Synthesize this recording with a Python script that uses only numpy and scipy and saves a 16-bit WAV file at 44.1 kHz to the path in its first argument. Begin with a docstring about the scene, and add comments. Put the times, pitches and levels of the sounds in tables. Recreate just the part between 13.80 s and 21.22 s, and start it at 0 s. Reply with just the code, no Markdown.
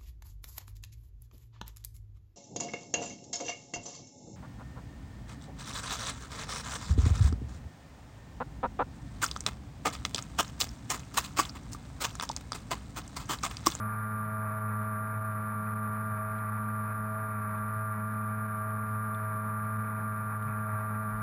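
"""A small electric motor drives a model boat across a calm lake, heard from a camera on its deck.
From the start the unbalanced shaft hums, the drive whines and rattles the hull, and water washes along it.
Swells keep shifting the balance of the hum, ripples nudge the hull, and the drive now and then catches or slips.
From the third second on, five droplets tick on the deck.
The camera's slow sampling clock mirrors the band as a thin sizzle in the treble throughout."""
import sys
import numpy as np
from scipy import signal
from scipy.fft import rfft, irfft
from scipy.io import wavfile
from scipy.ndimage import uniform_filter1d

SR = 44100
rng = np.random.default_rng(int(sys.argv[2]) if len(sys.argv) > 2 else 0)


def transcribe(u):
    """Save the signal u as a 16-bit wav file named by the first command-line argument.

    u: samples, shape (n,) or (channels, n), limited to [-1, 1]; the rate is SR.
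    q: integer samples, one column per channel.
    """
    v = np.clip(np.atleast_2d(u).T, -1, 1)
    q = np.round(v * 32767).astype(np.int16)
    wavfile.write(sys.argv[1], SR, q)


N = 327222


def undb(db):
    """Decibel law: 20 dB is a factor of ten in amplitude."""
    return 10 ** (np.asarray(db) / 20)


def level(x, db):
    """Root-mean-square scaling: bring a signal to the given rms level."""
    return x * undb(db) / np.sqrt(np.mean(x ** 2))


def wobble(rate_hz):
    """Low-passed chance: noise of unit rms, its spectrum halved at the rate and falling beyond."""
    f = np.fft.rfftfreq(N, 1 / SR)
    spectrum = rfft(rng.standard_normal(N)) / (1 + (f / rate_hz) ** 2)
    return level(irfft(spectrum, N), 0)


def bumps(table):
    """Superposition of cosine-squared bumps: each row swells and fades about its centre time.

    Columns are centre_s, length_s and one height for each curve returned.
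    """
    rows = np.array(table)
    place = (np.arange(N) / SR - rows[:, :1]) / rows[:, 1:2]
    shape = np.cos(np.pi * np.clip(place, -.5, .5)) ** 2
    return rows[:, 2:].T @ shape


def causal(db):
    """Minimum phase: folding the cepstrum makes a passive body ring after a blow, never before."""
    cepstrum = irfft(np.log(undb(db)))
    half = len(cepstrum) // 2
    cepstrum[1:half] *= 2
    cepstrum[half + 1:] = 0
    return np.exp(rfft(cepstrum))


def colour(x, points, skirt_db=24):
    """Linear filtering by (Hz, dB) points; beyond the ends the gain falls by the skirt per octave."""
    hz, db = np.transpose(points)
    octave = np.log2(np.fft.rfftfreq(2 ** 13, 1 / SR) + 1)
    known = np.log2(hz)
    beyond = abs(octave - np.clip(octave, known[0], known[-1]))
    gains = np.interp(octave, known, db) - skirt_db * beyond
    return signal.fftconvolve(x, irfft(causal(gains)))[:N]


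def motor(evenness=0.55, slip_depth=0.38, flutter_db=.5, looseness_db=0.9):
    """Common rotation: one shaft speed times the hum, the whine and the rattle."""
    # the drive catches, slows and changes its rattle: centre_s, length_s, speed_sag_hz, rattle_rise_db
    catches = [(.7, .12, 0.98, 4), (.93, 0.093, 0.96, 2.5), (1.16, 0.13, 0.91, 2.5),
               (1.8, 0.23, 0.64, -0.5), (2.37, .21, 0.65, 1.5), (2.69, 0.198, 0.88, 4),
               (3.68, 0.59, 0.87, 1), (4.2, 0.19, 0.83, 0), (4.92, .17, .3, 0), (5.1, 0.18, 0.52, 1),
               (6.53, 0.088, 0.31, 4), (6.94, 0.25, 1.51, 4), (7.13, 0.14, 1.11, 3.5),
               (7.29, .13, 1.34, 0.5)]
    # the contact slips and the buzz dips: centre_s, length_s, dip_db
    slips = [(0.48, 0.13, 1), (2.71, 0.027, 6.5), (3.28, 0.22, 1.5), (4.25, 0.18, 1), (7.13, 0.046, 3.4)]
    shaft_hz = 107.2  # turns per second when running free
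    knock_lag = .16  # turns by which the knocks trail each swing of the hull
    rattle_db, buzz_db = -5.5, -37.5  # rattle relative to whine; rms of both together before the long slips

    sag_hz, catch_db = bumps(catches)
    drift = .003 * wobble(5)  # share of the speed
    speed_hz = shaft_hz * (1 + drift) - sag_hz
    turns = np.cumsum(speed_hz) / SR

    loose_db = rattle_db + catch_db + looseness_db * wobble(8)
    buzz = whine(turns - knock_lag) + undb(loose_db) * rattle(turns - knock_lag)
    # turns share energy more evenly: what the rattle takes, the whine loses
    power = uniform_filter1d(buzz ** 2, int(SR / shaft_hz))
    buzz = buzz / power ** (evenness / 2)
    # between the long slips the contact also lets go briefly at random
    brief_slip = np.clip(slip_depth * (wobble(27) - 1.3), 0, .7)
    buzz = level(buzz * (1 - brief_slip) * undb(flutter_db * wobble(50)), buzz_db)
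    return hum(turns) + undb(-bumps(slips)[0]) * buzz


def hum(turns, shake_db=0.34, waver_db=1., dispersion=0.4845, once_sway_db=.5, twice_sway_db=1.1, cog_sway_db=1.48):
    """Forced vibration: unbalance shakes the hull once a turn, the coupling twice, the poles six times."""
    # overtones of the shaft, levels before they waver: multiple, rms_db
    overtones = [(4, -57.5), (5, -64.2), (7, -64), (8, -60.3), (9, -56.8), (10, -60)]
    # swells shift the balance: centre_s, length_s, rise_db (six a turn), dip_db (two a turn)
    swells = [(0.18, 0.31, -5, 5.5), (0.67, 0.53, 6, 2.5), (1.42, 0.7, 6, 4.5), (2.43, 0.41, 6.5, 3),
              (3.12, 0.25, 0.2, 4), (3.4, 0.45, 6, 2), (4.04, 0.29, 5, 8), (4.86, 0.36, 3.5, 3),
              (5.47, 0.47, 2.5, 6), (6.55, 0.45, -1, 4), (6.98, 0.34, 5.5, 6.5)]
    # the once-a-turn hum grows louder for a moment: centre_s, length_s, rise_db
    surges = [(0.94, 0.37, 2.5), (1.38, 0.1, 4), (5.17, 0.25, 2.5), (5.99, 0.16, 2.5), (6.95, 0.092, 5.5)]

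    rise_db, dip_db = bumps(swells)
    # rms levels on level water, then their changes
    once_db = -37 + bumps(surges)[0] + once_sway_db * wobble(4.9)
    twice_db = -41.5 - dip_db + twice_sway_db * wobble(13)
    cog_db = -52.5 + rise_db + cog_sway_db * wobble(5)
    lines = [(1, once_db), (2, twice_db), (6, cog_db)]
    lines += [(k, db + waver_db * wobble(1.1)) for k, db in overtones]

    tone = np.zeros(N)
    for k, db in lines:
        # dispersion of bending waves staggers the phases, so the overtones do not line up in a pulse
        phase = 2 * np.pi * k * turns + dispersion * k * (k - 1)
        tone += np.sqrt(2) * undb(db) * np.cos(phase)
    return tone * undb(shake_db * wobble(27))


def whine(turns, play=0.0016, order=11):
    """Fourier series of the knocking drive: high partials of the shaft, with minimum-phase ringing."""
    # partials at successive multiples of the shaft rate, from the 11th up: relative level_db
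    partials_db = [0, -16, -4.6, -14.8, -16, -18.2, -23, -28.5, -32, -39, -30.5, -30.5]
    orders = order + np.arange(len(partials_db))
    gains = np.full(2 ** 6, -36.)
    gains[orders] = partials_db
    ring = causal(gains)
    # play in the shaft, in turns rms, lets the knocks come a little early or late
    angle = 2 * np.pi * (turns + play * wobble(45))
    tone = sum(np.real(ring[k] * np.exp(1j * k * angle)) for k in orders)
    return level(tone, 0)


def rattle(turns, rub_db=2.5, scatter_s=0.0001):
    """Impact excitation: uneven knocks, two a turn, and steady bearing rub ring the hull."""
    knocks = np.flatnonzero(np.diff(np.floor(2 * turns)))
    strength, timing = rng.uniform(-0.81, 1, (len(knocks), 2)).T
    late = (scatter_s * SR * timing).astype(int)
    blows = np.zeros(N)
    blows[np.clip(knocks + late, 0, N - 1)] = strength
    # the rub's level is relative to the knocks
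    rub = level(rng.standard_normal(N), rub_db)
    return level(hull(level(blows, 0) + rub), 0)


def hull(x, top_hz=2520):
    """Modal resonance: hull modes add in power; the foam floats swallow what lies above them."""
    # modes of hull and deck: pitch_hz, width_hz (about 5 dB down), relative level_db
    modes = [(475, 111, -18.5), (631.4, 55, -10.5), (780, 73, -15.5), (902, 136, -8.5), (1169.5, 99, 4.5),
             (1334, 134, -3), (1427, 71, -8.5), (1593, 67, -3), (1683, 90, -9.5), (1915, 106, -12),
             (2230, 430, -20.5), (2500, 140, -19)]
    f = np.fft.rfftfreq(2 ** 13, 1 / SR)
    power = sum(undb(db) ** 2 / (1 + (1.74 * (f - hz) / width) ** 2) ** 2 for hz, width, db in modes)
    gains = 10 * np.log10(power / (1 + (f / top_hz) ** 50) + 1e-10)
    return signal.fftconvolve(x, irfft(causal(gains)))[:N]


def nudges():
    """Amplitude-modulated oscillation: each ripple sways the hull under a half-sine envelope."""
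    # ripples: start_s, level_db (peak), pitch_hz, length_s
    ripples = [(0.024, -55, 36.4, 0.25), (2.38, -53, 37.54, .22), (3.06, -55, 34.56, 0.27),
               (3.72, -53, 36.26, 0.34), (4.88, -57, 36.1, 0.23), (6.635, -37, 133.5, 0.088),
               (6.65, -48, 44.04, 0.088), (7.3, -44, 35.7, 0.1)]
    out = np.zeros(N)
    for start, db, hz, length in ripples:
        age = np.arange(N) / SR - start
        envelope = np.sin(np.pi * np.clip(age / length, 0, 1))
        out += undb(db) * envelope * np.sin(2 * np.pi * hz * age)
    return out


def water():
    """Filtered turbulence noise: water washes along the hull under a faint hiss."""
    # wash spectrum: pitch_hz, relative density_db (per Hz)
    wash_points = [(22, -27.5), (36, -13.5), (52, -11), (68, -22.5), (92, -1), (125, -4), (150, -8),
                   (190, -6.5), (255, -15), (280, -13.5), (350, -22.5), (700, -23.5)]
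    # fine hiss spectrum: pitch_hz, relative density_db (per Hz)
    hiss_points = [(2650, -3.5), (3000, -3.5), (3350, -8), (3620, -2), (3900, -8.5), (5000, -10)]
    wash = colour(rng.standard_normal(N) * undb(1.3 * wobble(9.2)), wash_points)
    hiss = colour(rng.standard_normal(N) * undb(0.82 * wobble(20)), hiss_points, skirt_db=6.5)
    return level(wash, -51.5) + level(hiss, -70.0)


def drops(decay_s=0.004, rise_s=0.0011):
    """Damped oscillation: a droplet gives a short ring and a pinch of spray in the same band."""
    # droplets: start_s, level_db (ring before its envelope), pitch_hz, spray_db (rms relative to half the ring)
    droplets = [(2.583, -59.5, 3310, 10), (3.7795, -54, 3520, 2), (4.902, -59, 3110, 3),
                (5.3445, -45.5, 3520, 0), (6.6225, -55, 3100, 5)]
    out = np.zeros(N)
    age = np.arange(SR // 25) / SR
    envelope = np.exp(-age / decay_s) * (1 - np.exp(-age / rise_s)) ** 2
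    band = signal.butter(4, (2600, 4200), "band", fs=SR, output="sos")
    for s, db, hz, spray_db in droplets:
        spray = level(signal.sosfilt(band, rng.standard_normal(len(age))), spray_db) / 2
        tick = (np.sin(2 * np.pi * hz * age) + spray) * envelope
        start = int(s * SR)
        out[start:start + len(age)] += undb(db) * tick
    return out


def scene():
    """Linear superposition: motor, ripples, water and droplets add at one microphone."""
    return (motor() + nudges() + water() + drops())[None]


def record(dry, mirror_db=0.5, edge_hz=5500, clock_hz=12000, top_hz=14900):
    """Sampling images: the camera's clock mirrors its band about the clock rate, and holding tilts it."""
    f = np.fft.rfftfreq(N, 1 / SR)
    # the band stays under half the clock rate
    band = signal.sosfilt(signal.butter(14, edge_hz, fs=SR, output="sos"), dry)
    # only the first pair of images is formed
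    clock = np.cos(2 * np.pi * clock_hz * np.arange(N) / SR)
    sampled = band * (1 + 2 * undb(mirror_db) * clock)
    # holding each sample weights the spectrum by a sinc
    held = irfft(rfft(sampled) * np.sinc(f / clock_hz), N)
    return signal.sosfilt(signal.ellip(8, .2, 70, top_hz, fs=SR, output="sos"), held)


dry = scene()
out = record(dry)
transcribe(out)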